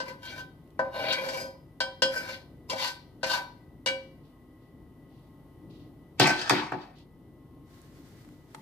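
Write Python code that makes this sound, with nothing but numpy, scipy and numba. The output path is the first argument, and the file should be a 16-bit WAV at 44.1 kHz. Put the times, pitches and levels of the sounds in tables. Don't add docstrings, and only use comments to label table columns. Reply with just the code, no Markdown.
import sys
import numpy as np
from scipy import signal
from scipy.fft import rfft, irfft, next_fast_len
from scipy.io import wavfile
from scipy.ndimage import uniform_filter1d
from numba import njit

SR = 44100
rng = np.random.default_rng(int(sys.argv[2]) if len(sys.argv) > 2 else 0)


def wav_out(sig):
    wavfile.write(sys.argv[1], SR, np.round(np.clip(np.atleast_2d(sig).T, -1, 1) * 32767).astype(np.int16))


N = 379701


def amp(db):
    return 10 ** (np.asarray(db, float) / 20)


def unit(x):
    return x / np.sqrt(np.mean(x ** 2))


def read(table, hz):
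    f, v = np.transpose(table)
    return np.interp(np.log(hz + 1), np.log(f), v)


def shape(x, gain):
    n = next_fast_len(x.shape[-1])
    spectrum = rfft(x, n) * gain(np.fft.rfftfreq(n, 1 / SR))
    return irfft(spectrum, n)[..., :x.shape[-1]]


def bandpass(x, order, edges_hz):
    return signal.sosfilt(signal.butter(order, edges_hz, "band", fs=SR, output="sos"), x)


def walk(rate):
    k = int(SR / rate)
    return uniform_filter1d(np.repeat(rng.standard_normal(N // k + 1), k)[:N], k)


EDGE_DB, ROUNDNESS = -28, 2.4


def swell(s, rise, fall, db):
    t = np.arange(N) / SR - s
    distance = np.clip(np.maximum(-t / rise, t / fall), 0, 4)
    return amp(db + EDGE_DB * distance ** ROUNDNESS)


def tail(bands, like_hz):
    t, out = np.arange(SR // 2) / SR, 0
    for hz, db, t60 in bands:
        like = np.exp(-hz / like_hz)
        one, other = rng.standard_normal((2, len(t)))
        pair = np.array([one, like * one + np.sqrt(1 - like ** 2) * other])
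        band = shape(pair, lambda f: np.exp(-2 * np.log2((f + 1) / hz) ** 2))
        out = out + amp(db) * unit(band) * np.exp(-np.log(1000) * t / t60)
    return out


def convolve(x, response):
    return signal.fftconvolve(np.atleast_2d(x), response, axes=1)[:, :N]


# f/Hz, relative level per Hz/dB
ROOM_SPECTRUM = [(25, -48), (45, -25.5), (70, -1.5), (147, 0), (211, -6.5), (300, -0.5), (472, -14),
                 (904, -21.5), (1600, -33.5), (2400, -37), (3100, -35.5), (7200, -47), (9500, -42),
                 (13900, -39)]
ROOM_DB = -52.5
# f/Hz, coherence (0-1)
ROOM_COHERENCE = [(60, 1), (130, 0.91), (290, 0.9), (630, 0.9), (1380, 0.03), (3030, 0), (6640, 0.03),
                  (14500, 0)]


def room_tone():
    mid, side = rng.standard_normal((2, N))
    like = lambda f: np.clip(read(ROOM_COHERENCE, f), 0, 1) ** .5
    mid = shape(mid, lambda f: amp(read(ROOM_SPECTRUM, f)) * np.sqrt(1 + like(f)))
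    side = shape(side, lambda f: amp(read(ROOM_SPECTRUM, f)) * np.sqrt(1 - like(f)))
    air = np.array([mid + side, mid - side]) / np.std(mid) * amp(ROOM_DB)
    low = shape(air, lambda f: 1 / (1 + (f / 600.0) ** 4))
    high = air - low
    return low * amp(2.0 * walk(6.8)) + high * amp(0.8 * walk(2.2))


def wavering_tone(hz, gain):
    turns = rng.random((2, 1)) * min(hz / 5000., 1)
    phase = 2 * np.pi * (hz * np.arange(N) / SR + turns + 0.12 * walk(8))
    return np.sqrt(2) * gain * amp(3 * walk(25)) * np.sin(phase)


# f/Hz, nominal rms level/dB
FRIDGE_LINES = [(48.4, -65), (150.7, -64), (253, -67), (894, -84), (1071, -81), (1249, -82), (1976, -77),
                (2121, -90), (2993, -90)]


def fridge():
    return sum(wavering_tone(hz, amp(db)) for hz, db in FRIDGE_LINES)


# f/Hz, peak t/s, rise/s, fall/s, nominal rms level/dB
PASSING_TONES = [(1943, 5.2, 9, 2.5, -81), (1071, 4.45, .9, .8, -79), (1071, 5.45, .6, .7, -79),
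                 (894, 5.5, .8, .6, -79), (1071, 7.7, .6, .5, -74)]


def passing_tones():
    return sum(wavering_tone(hz, swell(*stroke)) for hz, *stroke in PASSING_TONES)


# f/Hz, relative level per Hz/dB
CLOTH_SPECTRUM = [(590, -27.5), (1000, 3), (2040, 4.5), (2500, -1.5), (4360, 0), (12100, -10),
                  (15000, -4.5)]
# peak t/s, rise/s, fall/s, level/dB
RUSTLES = [(7.731, 0.093, .3, -61.5), (8.1, 0.31, 0.51, -62), (8.58, 0.15, 0.13, -63.5)]
# peak t/s, rise/s, fall/s, level/dB
SWISHES = [(4.26, .05, .1, -73.5), (4.63, .05, 0.12, -76.5), (5.13, 0.053, 0.26, -73.5),
           (5.71, 0.018, 0.26, -65.5), (6.98, .04, 0.1, -62.5)]
SWISH_HZ = (2600, 4700)


def sleeve():
    grain = rng.standard_normal((2, N)) * amp(1.6 * walk(53))
    thin = bandpass(grain, 2, SWISH_HZ)
    soft = shape(grain, lambda f: amp(read(CLOTH_SPECTRUM, f)))
    rustle = unit(soft) * sum(swell(*row) for row in RUSTLES)
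    swish = unit(thin) * sum(swell(*row) for row in SWISHES)
    return rustle + swish


# t/s, peak level/dB, centre f/Hz, decay to 1/e before filtering/ms
TICK_EVENTS = [(0.676, -60, 2500, 2.6), (0.705, -58.5, 3230, 2.5), (6.985, -53.5, 3580, 5.1),
               (7.817, -46.5, 5950, 0.8), (8.248, -49, 1216, 3.8), (8.289, -44, 1204, 1.9),
               (8.541, -56, 1110, 6.8), (8.547, -29.5, 890, 4.2), (8.546, -65, 5600, 1)]


def ticks():
    out, t = np.zeros((2, N + SR // 10)), np.arange(SR // 10) / SR
    for s, db, hz, ms in TICK_EVENTS:
        burst = rng.standard_normal((2, len(t))) * np.exp(-1000 * t / ms)
        burst = bandpass(burst, 1, (.7 * hz, 1.4 * hz))
        i = int(s * SR)
        out[:, i:i + len(t)] += amp(db) * burst / np.abs(burst).max()
    return out[:, :N]


# f/Hz, level/dB, t60/s
WALLS = [(131, -39.5, 0.15), (242, -38.5, 0.33), (660, -60.5, 0.7), (830, -48.5, 0.37), (1980, -51, 0.42),
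         (4200, -50.5, 0.45), (8100, -51, 0.35), (14300, -32.5, 0.28)]


def reverberation(near):
    response = np.pad(tail(WALLS, 1300.0), ((0, 0), (SR // 200, 0)))
    return convolve(near.mean(axis=0), response)


# f/Hz, left minus right level/dB
PORT_BALANCE = [(60, -12.5), (110, -2), (200, 0), (370, 0.5), (690, 3.5), (1270, 2), (2330, 3), (4290, 6),
                (6500, -0.5), (8200, -18.5), (10500, -13.5), (14500, -3.5)]


def at_ports(x):
    return shape(x, lambda f: amp(np.array([[.5], [-.5]]) * read(PORT_BALANCE, f)))


RANGE_HZ = (550, 820, 1250, 1880, 2500, 4700)
RANGE_FLOOR_HZ = np.append(0, RANGE_HZ)[:, None]


def voiced(forces):
    bands = [(pair, "band") for pair in zip(RANGE_HZ, RANGE_HZ[1:])]
    ranges = [(RANGE_HZ[0], "low"), *bands, (RANGE_HZ[-1], "high")]
    filters = [signal.butter(3, hz, kind, fs=SR, output="sos") for hz, kind in ranges]
    return np.array([signal.sosfilt(sos, x) for sos, x in zip(filters, forces)])


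CHATTER_S, CHATTER_DB = 0.0033, -4
BLOW_HISS_DB = -2


def blows(table):
    t = np.arange(SR // 20) / SR
    forces = np.zeros((len(RANGE_HZ) + 1, N + len(t)))
    size = (len(table), len(t))
    skips = rng.standard_normal(size) * (rng.random(size) < 1500 / SR)
    light = RANGE_FLOOR_HZ > 1500
    for (s, db, deep, boom, bell, clang, clink), skip in zip(table, skips):
        push = amp(CHATTER_DB) * skip * np.exp(-t / CHATTER_S) * light + (t == 0)
        levels = np.c_[[deep, boom, bell, 0, clang, clink, clink + BLOW_HISS_DB]]
        i = int(max(s, 0) * SR)
        forces[:, i:i + len(t)] += amp(db + levels) * push
    return voiced(forces[:, :N])


def rubbing(strokes):
    slips = rng.random(N) < 2500 / SR
    clicks = slips * rng.standard_normal(N) * amp(2 * rng.exponential(size=N))
    alone = [3 * walk(30) for _ in range(len(RANGE_HZ) + 1)]
    clicks = unit(clicks) * amp(1.5 * walk(60) + 2 * walk(250) + alone)
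    pressure = 0
    for s, rise, fall, db, deep, boom, bell, clang, clink, hiss in strokes:
        levels = np.c_[[deep, boom, bell, 0, clang, clink, hiss]]
        pressure = pressure + swell(s, rise, fall, db) * amp(levels)
    return voiced(clicks * pressure)


@njit
def mode(force, pole, keep):
    z, out = 0j, np.empty(len(force), np.complex128)
    for i in range(len(force)):
        z = z * pole * keep[i] + force[i]
        out[i] = z
    return out


PORT_LAG_S = 0.00017


def ring(modes, forces, stifle_per_s, apart_hz=1100.0):
    out, keep = np.zeros((2, N)), np.exp(-stifle_per_s / SR)
    for hz, db, t60 in modes:
        pole = np.exp(2j * np.pi * hz / SR - np.log(1000) / (t60 * SR))
        feed = forces[np.searchsorted(RANGE_HZ, hz)] * amp(db + 1.8 * walk(14))
        z = mode(feed + 1e-18, pole, keep)
        delay = min(2 * np.pi * hz * PORT_LAG_S, np.pi / 2)
        lag = delay + min(hz / apart_hz, 1) ** 2 * .9 * walk(5)
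        out += [z.imag, (z * np.exp(-1j * lag)).imag]
    return out


# t/s, level/dB, then relative level/dB of deep, boom, bell, clang, clink
SET_DOWN_BLOWS = [(6.1978, -10.5, 9.5, 10, 1.5, -1, -1), (6.2274, -17.5, -4.5, -5, -11, -18.5, -7),
                  (6.2731, -12.5, -1, 7.5, -6, -14.5, -8), (6.3044, -17.5, -15.5, -1.5, -5, -10, -10.5),
                  (6.4955, -14.5, -9.5, -13, 12.5, 5, 1.5), (6.5056, -6.5, 1.5, 3, -10, -5.5, -17),
                  (6.7196, -19, 5, 7, 5.5, -3.5, -26)]


def set_down():
    return amp(-14.5) * blows(SET_DOWN_BLOWS)


# peak t/s, rise/s, fall/s, level/dB, then level/dB of deep, boom, bell, clang, clink, hiss
SLIDE_STROKES = [(6.23, 0.044, 0.13, -26.5, 1, 6, 14.5, 13, 4.5, 0.5),
                 (6.4, 0.19, 0.26, -32.5, -5.5, 0, -2.5, -3.5, 1, -7),
                 (6.55, 0.063, 0.16, -29, -4.5, -15.5, 3.5, 3.5, -4.5, -15),
                 (6.76, 0.16, 0.2, -45, -24, 2, 3.5, 3, -7.5, -18)]


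def base_slide():
    return amp(-36.5) * rubbing(SLIDE_STROKES)


# f/Hz, level/dB, t60/s
HOB_MODES = [(146, -4, .1), (215, -12, .06), (320, -3, .06), (372, 0, .08), (533, -8, .12), (735, 1, .09),
             (815, -6, .07), (940, -6, .06), (1060, -8, .06), (1170, -6, .08), (1290, -6, .07),
             (1465, 4, .07), (4270, -12, .06)]
# f/Hz, level/dB, t60/s
HOB_OVERTONES = [(162, -18, 0.099), (290, -24.5, 0.21), (540, -5, 0.12), (960, -2, 0.13), (1600, -1, 0.13),
                 (3980, 7, .12), (8260, -29.5, 0.12), (13000, -29, 0.099)]
# f/Hz, level/dB, t60/s
CONTACT_CRACK = [(1510, 8.5, 0.0091), (3500, 14, .008), (8000, -1.5, 0.005), (13100, -6.5, 0.047)]


def glass_hob(thump, slide):
    clear = amp(-5.5) * ring(HOB_MODES, thump + slide, np.zeros(N))
    crowd = convolve((thump + amp(-0.5) * slide).sum(axis=0), tail(HOB_OVERTONES, 1186.0))
    crack = convolve(thump.sum(axis=0), tail(CONTACT_CRACK, 1500.))
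    return clear + crowd + crack


# t/s, level/dB, then relative level/dB of deep, boom, bell, clang, clink
SPOON_BLOWS = [(0.001, -31.5, 2, 1.5, 4, -8, -7.5), (0.7915, -22.5, 5, 8, 7, -24, -23),
               (1.125, -25.5, -23.5, -13, 0, -5, -3), (1.2865, -35, 0, 2, -9, -3.5, -3),
               (1.8035, -24.5, -4, 2, 0.5, -5.5, -4.5), (2.0203, -22, 4, 1, 3, -5, -2),
               (2.2764, -40, -15, -13.5, 4, -15.5, -6), (2.698, -40.5, -5.5, -10.5, 8.5, -7, 9.5),
               (2.7294, -35.5, 10, 13.5, -8, -23, -9.5), (3.2306, -28.5, -2, 9.5, 3, -6.5, -5),
               (3.24, -28.5, -1.5, -4.5, 6, -0.5, -5.5), (3.2944, -36, -18, -15, 6, -9.5, -8),
               (3.8606, -30, 4, 2, 6, -2.5, 3.5), (3.872, -28, -8, -11, -14.5, 2, -1.5),
               (3.8864, -31, 4.5, -1.5, -27, -8.5, -16)]


def spoon_knocks():
    return amp(1.0) * blows(SPOON_BLOWS)


# peak t/s, rise/s, fall/s, level/dB, then level/dB of deep, boom, bell, clang, clink, hiss
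SPOON_STROKES = [(.09, 0.2, 0.061, -44, 6.5, -15, 7, 5, -4.5, -7),
                 (.29, 0.11, 0.15, -41.5, -17, 0, -0.5, -1, -3, -5),
                 (.39, 0.037, 0.042, -46, -7, 6, 3.5, -7.5, 1, -2),
                 (.86, 0.082, 0.053, -52, 0.5, -2, -6.5, 10, -5, -7),
                 (.985, 0.083, 0.14, -36, 3, 9, 7, -1, -2.5, -9.5),
                 (1.095, 0.1, 0.12, -27, 0, -2, -7.5, 5.5, 5, -12),
                 (1.3, 0.18, 0.21, -36, 5, 7, 5.5, 1.5, 0.5, -0.5),
                 (2.15, 0.055, 0.14, -33.5, 0, 1.5, -1.5, 3, -2.5, -2),
                 (2.3, 0.085, 0.12, -38, -4.5, 0, 1, -0.5, -3, -3),
                 (2.714, 0.032, 0.033, -46, 22.5, 11, 16.5, 13.5, 6.5, 8),
                 (2.83, 0.09, 0.094, -30, -2.5, -3.5, 1.5, 2, 0, -1),
                 (3.321, 0.089, 0.073, -27.5, -13, 0.5, 6.5, -1.5, 0.5, -3.5),
                 (3.385, 0.045, 0.02, -40, -12.5, -9, -18, -2.5, -17.5, -22.5)]


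def spoon_scrapes():
    return amp(-28.5) * rubbing(SPOON_STROKES)


GRIP_PER_S, GRIP_DB = 42, -42
FLAT_S, FLAT_PER_S = 6.49, 48


def pan_damping():
    pressure = sum(swell(*row[:4]) for row in SPOON_STROKES)
    grip = GRIP_PER_S * pressure / (pressure + amp(GRIP_DB))
    return grip + FLAT_PER_S * (np.arange(N) / SR > FLAT_S)


RASP = [(6000, -31.0, 0.012), (8960, -22.5, 0.0044), (13060, -6.0, 0.009)]


def edge_rasp(rub):
    return convolve(rub.sum(axis=0), tail(RASP, 3000.))


# start t/s, end t/s, from f/Hz, to f/Hz, level/dB
GLIDES = [(2.76, 2.86, 520, 1200, -4.5), (1.03, 1.13, 2400, 3700, -12), (2.2, 2.36, 2200, 1900, -10),
          (1.4, 1.41, 4600, 5400, -12.5), (3.28, 3.38, 3600, 3700, -10.5)]
GLIDE_WIDTH = .08


def gliding_notes(force):
    out = np.zeros(N)
    for start, end, from_hz, to_hz, db in GLIDES:
        span = slice(int(start * SR), int(end * SR))
        way = np.linspace(0, 1, span.stop - span.start)
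        turn = np.exp(2j * np.pi * np.cumsum(from_hz * (to_hz / from_hz) ** way) / SR)
        pole = np.exp(-np.pi * GLIDE_WIDTH * from_hz / SR)
        note = (turn * signal.lfilter([1], [1, -pole], force[span] / turn)).imag
        out[span] += amp(db) * np.sin(np.pi * way) ** .5 * note
    return out


# f/Hz, level/dB, t60 without contact damping/s
PAN_MODES = [(533, -5, .55), (572, -7, .04), (632, -14, .12), (770, -12, .14), (976, -9, .13),
             (1004, -14, .27), (1170, -21, .16), (1535, -1, .33), (1552, -12, .1), (1742, -19, .15),
             (1876, -19, .12), (2040, -13, .16), (2300, -8, .28), (2357, -17, .15), (2435, -14, .1),
             (2878, -11, .24), (3190, -9, .24), (3270, -18, .2), (3735, -10, .13), (3870, -20, .1),
             (4200, -11, .14), (4480, -14, .14), (4950, -5, .22), (5050, -13, .22), (5200, -16, .15),
             (5335, -18, .2), (5680, -18, .15), (5900, -17, .1), (6400, -18, .1), (7600, -26, .07),
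             (8400, -28, .07), (10500, -33, .07)]
# f/Hz, level/dB, t60/s
PAN_OVERTONES = [(249, -59.5, 0.027), (506.78, -44.5, 0.027), (993, -14.5, 0.04), (1770, -10, 0.14),
                 (4100, -3, 0.14), (8920, -18.5, 0.013), (12880, -31.5, 0.0732)]
# t/s, level/dB
GRITTINESS = [(.4, -3), (.95, -7), (1.18, -9), (1.32, -1), (2.2, -3), (2.75, 1), (2.9, 3), (3.35, 0)]
ROCKING_DB, FLAT_DB = 2, -1.5


def frying_pan(knock, rub, thump, slide):
    t = np.arange(N) / SR
    resting = (RANGE_FLOOR_HZ > 1000) * amp(np.where(t < FLAT_S, ROCKING_DB, FLAT_DB))
    force = knock + rub + resting * (thump + amp(-2.0) * slide)
    clear = ring(PAN_MODES, force, pan_damping())
    gritty = amp(np.interp(t, *np.transpose(GRITTINESS))) * rub
    return clear + convolve((knock + gritty).sum(axis=0), tail(PAN_OVERTONES, 530.0))


def cookware():
    knock, rub = spoon_knocks(), spoon_scrapes()
    thump, slide = set_down(), base_slide()
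    pan = frying_pan(knock, rub, thump, slide)
    spoon = edge_rasp(rub) + gliding_notes(rub.sum(axis=0))
    return pan + spoon + glass_hob(thump, slide)


def scene():
    background = (room_tone() + fridge() + passing_tones()) * amp([[.9], [-.9]])
    no_bass = signal.butter(4, 115, "high", fs=SR, output="sos")
    near = signal.sosfilt(no_bass, cookware() + ticks())
    return at_ports(near + reverberation(near)) + sleeve() + background


@njit
def follow(x, attack, release):
    y, e = np.empty(len(x)), 0.
    for i in range(len(x)):
        e += (x[i] - e) * (attack if x[i] > e else release)
        y[i] = e
    return y


def record(dry):
    attack_s, release_s, top_hz = 0.15, 1.2, 14900
    loud = follow(np.abs(dry).max(axis=0), 1 / (attack_s * SR), 1 / (release_s * SR))
    eased = dry / (1 + loud / amp(-1))
    return signal.sosfilt(signal.ellip(10, .2, 70, top_hz, fs=SR, output="sos"), eased)


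dry = scene()
out = record(dry)
wav_out(out)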